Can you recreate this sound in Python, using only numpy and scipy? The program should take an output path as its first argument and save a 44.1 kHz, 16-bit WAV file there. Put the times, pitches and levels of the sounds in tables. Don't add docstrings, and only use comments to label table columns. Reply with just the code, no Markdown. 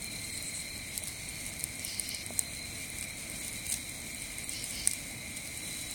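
import sys
import numpy as np
from scipy import signal
from scipy.fft import rfft, irfft
from scipy.io import wavfile
from scipy.ndimage import uniform_filter1d, minimum_filter1d

SR = 44100
rng = np.random.default_rng(int(sys.argv[2]) if len(sys.argv) > 2 else 0)


def level_to_linear(level):
    exponent = np.asarray(level, float) / 20
    return 10 ** exponent


def bounce(signal):
    frames = np.transpose(np.atleast_2d(signal))
    limited = np.clip(frames, -1, 1)
    pcm = np.round(limited * 32767).astype(np.int16)
    wavfile.write(sys.argv[1], SR, pcm)


N = 262350

# (frequency [Hz], density [dB per Hz])
AIR_SPECTRUM = [(900, -25.5), (1500, -22.5), (2800, -10.5), (3500, -11.5), (5000, -10.5), (6500, -7),
                (7600, -7), (8800, 0), (9600, -4), (10600, -12.5), (12500, -15.5), (15500, -18.5),
                (17200, -17.5), (19500, -38)]


def evened(x):
    return x / np.sqrt(np.mean(x ** 2) + 1e-20)


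def add(mix, s, sound):
    part = mix[max(round(s * SR), 0):][:len(sound)]
    part += sound[:len(part)]


def resonate(x, hz, width):
    return signal.lfilter(*signal.iirpeak(hz, hz / width, SR), x)


def band(x, lo_hz, hi_hz):
    return signal.sosfilt(signal.butter(2, [lo_hz, hi_hz], "bandpass", fs=SR, output="sos"), x)


def wander(per_s):
    knots = rng.standard_normal(400)
    return np.interp(np.arange(N) / SR * per_s, np.arange(400), knots)


def coloured(x, points):
    f, db = np.transpose(points)
    hz = np.fft.rfftfreq(N, 1 / SR)
    gain_db = np.interp(np.log(hz + 1), np.log(f + 1), db, -90, -90)
    return evened(irfft(rfft(x) * level_to_linear(gain_db), N))


def excerpt(layer, s, end, db, soft):
    at = np.arange(round(s * SR), min(round(end * SR), N))
    piece = np.zeros(N)
    piece[at] = level_to_linear(db) * layer[at] * signal.windows.tukey(len(at), soft)
    return piece


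def flames():
    # (frequency [Hz], density [dB per Hz])
    flame_spectrum = [(12, -37), (20, -6.5), (53, 0), (97, 1), (165, -2.5), (249, -2.5), (331, -6),
                      (392, -17.5), (430, -14), (464, -14), (639, -10), (931, -18), (1380, -20),
                      (1800, -18), (2340, -4), (3960, -120)]
    level_db = -47 + 0.8 * wander(14)
    return level_to_linear(level_db) * coloured(rng.standard_normal(N), flame_spectrum)


def sizzle():
    # (time [s], level [dB])
    sizzle_level = [(0.0, -47), (0.49, -47), (0.79, -48), (1.28, -46.5), (2.12, -48.5), (3.1, -47.5),
                    (3.35, -46.5), (4.24, -47), (4.77, -46), (5.37, -48), (5.8, -45.5)]
    ticks = level_to_linear(4.0 * np.minimum(rng.exponential(1, N), 4)) * rng.choice([-1, 1], N)
    ticks_per_s = 500 * level_to_linear(4.0 * wander(30))
    ticks *= rng.random(N) < ticks_per_s / SR
    hiss = rng.standard_normal(N) * level_to_linear(1.74 * wander(25))
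    s, db = np.transpose(sizzle_level)
    level_db = np.interp(np.arange(N) / SR, s, db) + 2.5
    return level_to_linear(level_db) * coloured(hiss + 0.59 * evened(ticks), AIR_SPECTRUM)


def trill(length, hz, per_s):
    phase = (np.arange(length) / SR * per_s + rng.random()) % 1
    shape = np.sin(np.pi * np.clip(phase / .75, 0, 1))
    pitch = hz * (1 + .02 * (.35 - phase) + .006 * wander(40)[:length])
    direct = evened(shape * np.sin(2 * np.pi * np.cumsum(pitch) / SR))
    undergrowth = rng.standard_normal(3000) * np.exp(-np.arange(3000) / SR / .025)
    echoes = signal.oaconvolve(direct, undergrowth)[:length]
    return evened(direct + level_to_linear(-11) * evened(echoes)) * level_to_linear(1.1 * wander(18)[:length])


def phrasing(t):
    # (peak time [s], level [dB])
    phrases = [
        (0.08, -45),
        (0.74, -46),
        (1.35, -49),
        (2.15, -44.5),
        (2.83, -44.5),
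        (3.0, -45.5),
        (3.66, -46),
        (4.08, -44),
        (4.36, -45.5),
        (4.88, -46),
    ]
    rest_db, rise_db_per_s, fall_db_per_s = -58, 107, 57
    s, db = np.transpose(phrases)[:, :, None]
    slopes = db - np.where(t < s, rise_db_per_s * (s - t), fall_db_per_s * (t - s))
    return np.maximum(slopes.max(axis=0), rest_db)


def crickets():
    # (centre [Hz], width [Hz], level [dB])
    chorus_bands = [(2138, 165, -50), (2420, 197, -58), (3941, 240, -53), (4127, 130, -56), (3134, 79, -70),
                    (6750, 33, -69.5)]
    # (start [s], end [s], pitch [Hz], level [dB], pulse rate [per s])
    callers = [(0, .36, 4200, -48.5, 36.6), (.32, .83, 4130, -48, 36.8), (.3, .85, 4340, -61, 36.8),
               (0, .86, 3930, -57, 36.4), (1.08, 1.43, 4370, -55, 38), (1.87, 2.24, 4200, -51, 38.2),
               (2.34, 2.82, 4110, -50, 37), (3.1, 3.3, 4350, -60, 39), (3.5, 3.9, 3930, -55, 37),
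               (4.77, 4.82, 4330, -50, 38), (5.62, 5.95, 3950, -49.5, 37.5), (5.7, 5.95, 4140, -56, 37.5)]
    t = np.arange(N) / SR
    out = level_to_linear(phrasing(t) - 5.0) * trill(N, 2368, 33.3)
    for hz, width, db in chorus_bands:
        blur = resonate(resonate(rng.standard_normal(N), hz, 1.3 * width), hz, 1.3 * width)
        out += level_to_linear(db - 1.0 + 1.05 * wander(8)) * evened(blur)
    for s, end, hz, db, per_s in callers:
        length = max(round((end - s) * SR), 99)
        add(out, s, level_to_linear(db) * trill(length, hz, per_s) * signal.windows.tukey(length, .08))
    return out


def whines():
    # (frequency [Hz], level [dB])
    whine_tones = [(435, -68.5), (9801, -59.5), (11397, -58.5)]
    t, out = np.arange(N) / SR, np.zeros(N)
    for hz, db in whine_tones:
        level_db = db + 0.5 + 0.79 * wander(3.7)
        out += level_to_linear(level_db) * np.sin(2 * np.pi * hz * t + 0.24 * wander(14))
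    return out


def pockets():
    # (time [s], peak [dB], ring [Hz], body re ring [dB], edge re ring [dB])
    pops = [(0.0443, -24.5, 9100, -13, -8), (0.3766, -22.5, 9000, -13, -21),
            (0.4256, -25.5, 8800, -19, -11), (0.9781, -15, 8100, -8, -5), (1.0374, -23, 9600, -23, -6),
            (1.0828, -21.5, 8800, -5, -12), (1.2894, -23.5, 8650, -20, -22), (1.465, -23.5, 9300, -25, -21),
            (1.5953, -26.5, 9130, -5, -7), (1.6402, -13.5, 9060, -11, -9), (1.7951, -24, 8320, -4, -20),
            (1.8494, -18, 9600, -12.5, -9), (1.9974, -12.5, 9400, -13, -22), (2.091, -19.5, 9600, -20, -7),
            (2.1471, -21, 8910, -15, -24), (2.2637, -22, 8500, -13, -19), (2.3922, -7, 8440, -13, -15),
            (2.9863, -22, 7850, -13, -11), (3.667, -28.5, 8950, -9, 3.5), (4.3844, -20.5, 8700, -19, -19),
            (4.4939, -19, 8640, -25, -12), (4.8744, -2.5, 8150, -9, -16), (4.9128, -16, 8840, -6, -29),
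            (4.935, -18, 8800, -6, -7)]
    # (time [s], peak [dB])
    cracks = [(0.0226, -25), (0.1303, -29), (0.2158, -32), (1.0738, -24), (1.6, -26), (1.7552, -28),
              (2.3371, -29), (2.4105, -27), (2.5499, -26), (2.8439, -29), (2.9018, -26), (3.011, -22),
              (3.0266, -23.5), (3.0405, -27), (3.299, -25), (3.413, -25.5), (3.4476, -25), (3.4812, -22),
              (3.5287, -25), (3.8953, -25), (4.1474, -24), (4.2214, -24), (4.4436, -25), (4.5348, -23.5),
              (4.6414, -21), (4.7089, -24), (4.8947, -28), (5.4743, -28.5), (5.5747, -22.5), (5.912, -21)]
    # (time [s], peak [dB])
    sputter = [
        (3.6928, -22),
        (3.7002, -18),
        (3.7119, -23),
        (3.7145, -22),
        (3.7208, -24),
        (3.7236, -18),
        (3.7275, -23),
        (3.7297, -25),
        (3.7402, -20),
        (3.7436, -26),
    ]
    # ring [Hz], body and edge re ring [dB]
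    crack_colour, wet_colour = [8710, -13, -14.5], [9000, -15, -23]
    faint_count = 60
    faint_s = rng.uniform(0, N / SR, faint_count)
    faint_db = -33 + 2.5 * rng.standard_normal(faint_count)
    small = np.vstack([cracks, sputter, np.c_[faint_s, faint_db]])
    wet = np.isin(small[:, 0], np.transpose(sputter)[0])[:, None]
    usual = np.where(wet, wet_colour, crack_colour)
    chance = rng.standard_normal((len(small), 3)) * [250, 4, 4]
    return np.vstack([pops, np.hstack([small, usual + chance])])


def snaps():
    # (time [s], peak [dB], pitch [Hz])
    knocks = [
        (1.02, -37.5, 656),
        (2.141, -40, 635),
        (2.306, -30.5, 653),
    ]
    out, t, rows = np.zeros(N), np.arange(1300) / SR, pockets()
    rise_s = .0002
    grit = rng.standard_normal((len(rows), 2, 1300))
    burst = np.sign(grit[:, 0]) * (t / rise_s) * np.exp(-t / rise_s)
    burst += level_to_linear(-16) * np.roll(burst, 78, axis=1)
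    burst += level_to_linear(-28) * grit[:, 1] * np.exp(-t / .003) * (t > .0005)
    rings = resonate(burst, 8700, 2600)
    bodies = band(burst, 3300, 6600) + .55 * band(burst, 1900, 3300) + .2 * band(burst, 250, 1500)
    edges = band(burst, 10800, 17500)
    for (s, db, hz, body_db, edge_db), ring, body, edge in zip(rows, rings, bodies, edges):
        parts = resonate(ring, hz, 1000), body, -edge
        levels_db = db, db + body_db + 1.5, db + edge_db + 1.5
        snap = sum(level_to_linear(level) * p / abs(p).max() for p, level in zip(parts, levels_db))
        add(out, s - rise_s, snap)
    t = np.arange(2000) / SR
    for s, db, hz in knocks:
        add(out, s, level_to_linear(db) * np.sin(2 * np.pi * hz * t) * np.exp(-t / 0.0032))
    return out


def katydids():
    # (centre [Hz], width [Hz], level [dB])
    wing_bands = [(3005, 500, -4), (4470, 1200, -4), (5020, 1500, 2)]
    # (start [s], peak [s], end [s], peak level [dB])
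    rasp_strokes = [
        (1.796, 1.886, 2.05, -46.5),
        (2.03, 2.122, 2.25, -45),
        (4.5, 4.573, 4.68, -46),
        (4.715, 4.803, 4.89, -44),
    ]
    # (start [s], end [s], level [dB])
    zip_strokes = [
        (0.235, 0.263, -43),
        (0.31, 0.383, -43.5),
        (0.418, 0.514, -42),
        (0.525, 0.633, -41),
    ]
    out, scrape = np.zeros(N), rng.standard_normal(N) * level_to_linear(1.5 * wander(60))
    wing = [level_to_linear(db) * evened(resonate(resonate(scrape, hz, w), hz, w)) for hz, w, db in wing_bands]
    low = evened(sum(wing))
    high = evened(resonate(resonate(scrape, 8000, 1200), 8700, 1500))
    ends_db = -8.5
    for s, top, end, db in rasp_strokes:
        at = np.arange(round(s * SR), round(end * SR))
        swell_db = np.interp(at / SR, [s, top, end], [ends_db, 0, ends_db])
        out[at] += level_to_linear(db + swell_db + 3.5) * low[at] * signal.windows.tukey(len(at), .2)
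    for s, end, db in zip_strokes:
        out += excerpt(high, s, end, db, 0.45)
    return out


def steam():
    # (start [s], end [s], level [dB])
    jets = [
        (1.607, 1.6105, -37),
        (1.072, 1.0794, -37),
        (3.68, 3.782, -42.5),
        (3.698, 3.702, -33),
        (3.721, 3.731, -34),
        (3.738, 3.744, -33),
        (3.665, 3.669, -36),
        (5.368, 5.38, -38.5),
        (3.022, 3.056, -44),
        (4.863, 4.99, -49),
    ]
    # (start [s], end [s], start pitch [Hz], end pitch [Hz], level [dB])
    vents = [
        (2.44, 2.5, 13700, 13600, -63),
        (3.333, 4.206, 13900, 14000, -64),
        (4.44, 4.6, 13900, 13580, -56),
        (4.68, 4.9, 13800, 13600, -60),
        (5.1, 5.25, 14400, 14300, -64),
    ]
    out, t = np.zeros(N), np.arange(N) / SR
    gusts = np.repeat(rng.standard_normal(N // 30 + 1), 30)[:N]
    spit = coloured(rng.standard_normal(N) * level_to_linear(3.5 * gusts), AIR_SPECTRUM)
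    for s, end, db in jets:
        out += excerpt(spit, s, end, db, 0.19)
    for s, end, from_hz, to_hz, db in vents:
        pitch = np.interp(t, [s, end], [from_hz, to_hz]) + 110 * wander(80)
        whistle = level_to_linear(2.9 * wander(50)) * np.sin(2 * np.pi * np.cumsum(pitch) / SR)
        out += excerpt(whistle, s, end, db + 1, .3)
    return out


def scene():
    fire = flames() + sizzle() + snaps() + steam()
    insects = crickets() + katydids()
    return (fire + insects + whines())[None]


def stored(x):
    # (frequency [Hz], rms over step [ratio])
    step_fineness = [(200, 24), (1200, 18), (1700, 9), (2200, 4), (2800, .48), (3500, .5), (4000, 1.4),
                     (4700, .33), (5600, .4), (6700, .42), (7800, 1.8), (8600, 3), (9500, 1.5),
                     (10500, .32), (12500, .36), (16000, .42)]
    size, lead, uneven_db = 1024, 2048 - 635, 6
    n, k = np.arange(2 * size) + .5 + size / 2, np.arange(size) + .5
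    window = signal.windows.kaiser_bessel_derived(2 * size, 4 * np.pi)
    basis = np.cos(np.pi / size * np.outer(n, k)) * window[:, None]
    halves = np.pad(x, (lead, 3 * size - (lead + N) % size)).reshape(-1, size)
    bins = np.hstack([halves[:-1], halves[1:]]) @ basis
    power = minimum_filter1d(uniform_filter1d(bins ** 2, size=36), size=3, axis=0)
    nearby = np.sqrt(uniform_filter1d(power, size=3, axis=0) + 1e-14)
    wobble = uniform_filter1d(rng.standard_normal((len(bins), 64)), size=3, axis=0)
    wobble = np.repeat(wobble, 16, axis=1)
    wobble += .3 * uniform_filter1d(rng.standard_normal(len(bins)), size=2)[:, None]
    fineness = np.interp(k * SR / 2 / size, *np.transpose(step_fineness))
    step = nearby * level_to_linear(uneven_db * wobble) / fineness
    rounded = np.sign(bins) * np.floor(abs(bins / step) ** .75 + .4) ** (4 / 3) * step
    frames = rounded @ basis.T * 2 / size
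    opening = np.pad(frames[:, :size], ((0, 1), (0, 0)))
    closing = np.pad(frames[:, size:], ((1, 0), (0, 0)))
    return (opening + closing).ravel()[lead:lead + N]


def low_pass(x):
    return signal.sosfilt(signal.butter(12, 19390, fs=SR, output="sos"), x)


def record(dry):
    overload = .8 * np.tanh(dry[0] / .8)
    kept = stored(overload)[None]
    high_pass = signal.firwin(511, 17200, pass_zero=False, fs=SR)[None]
    limited = kept - .85 * signal.oaconvolve(kept, high_pass, "same")
    return low_pass(limited)


dry = scene()
out = record(dry)
bounce(out)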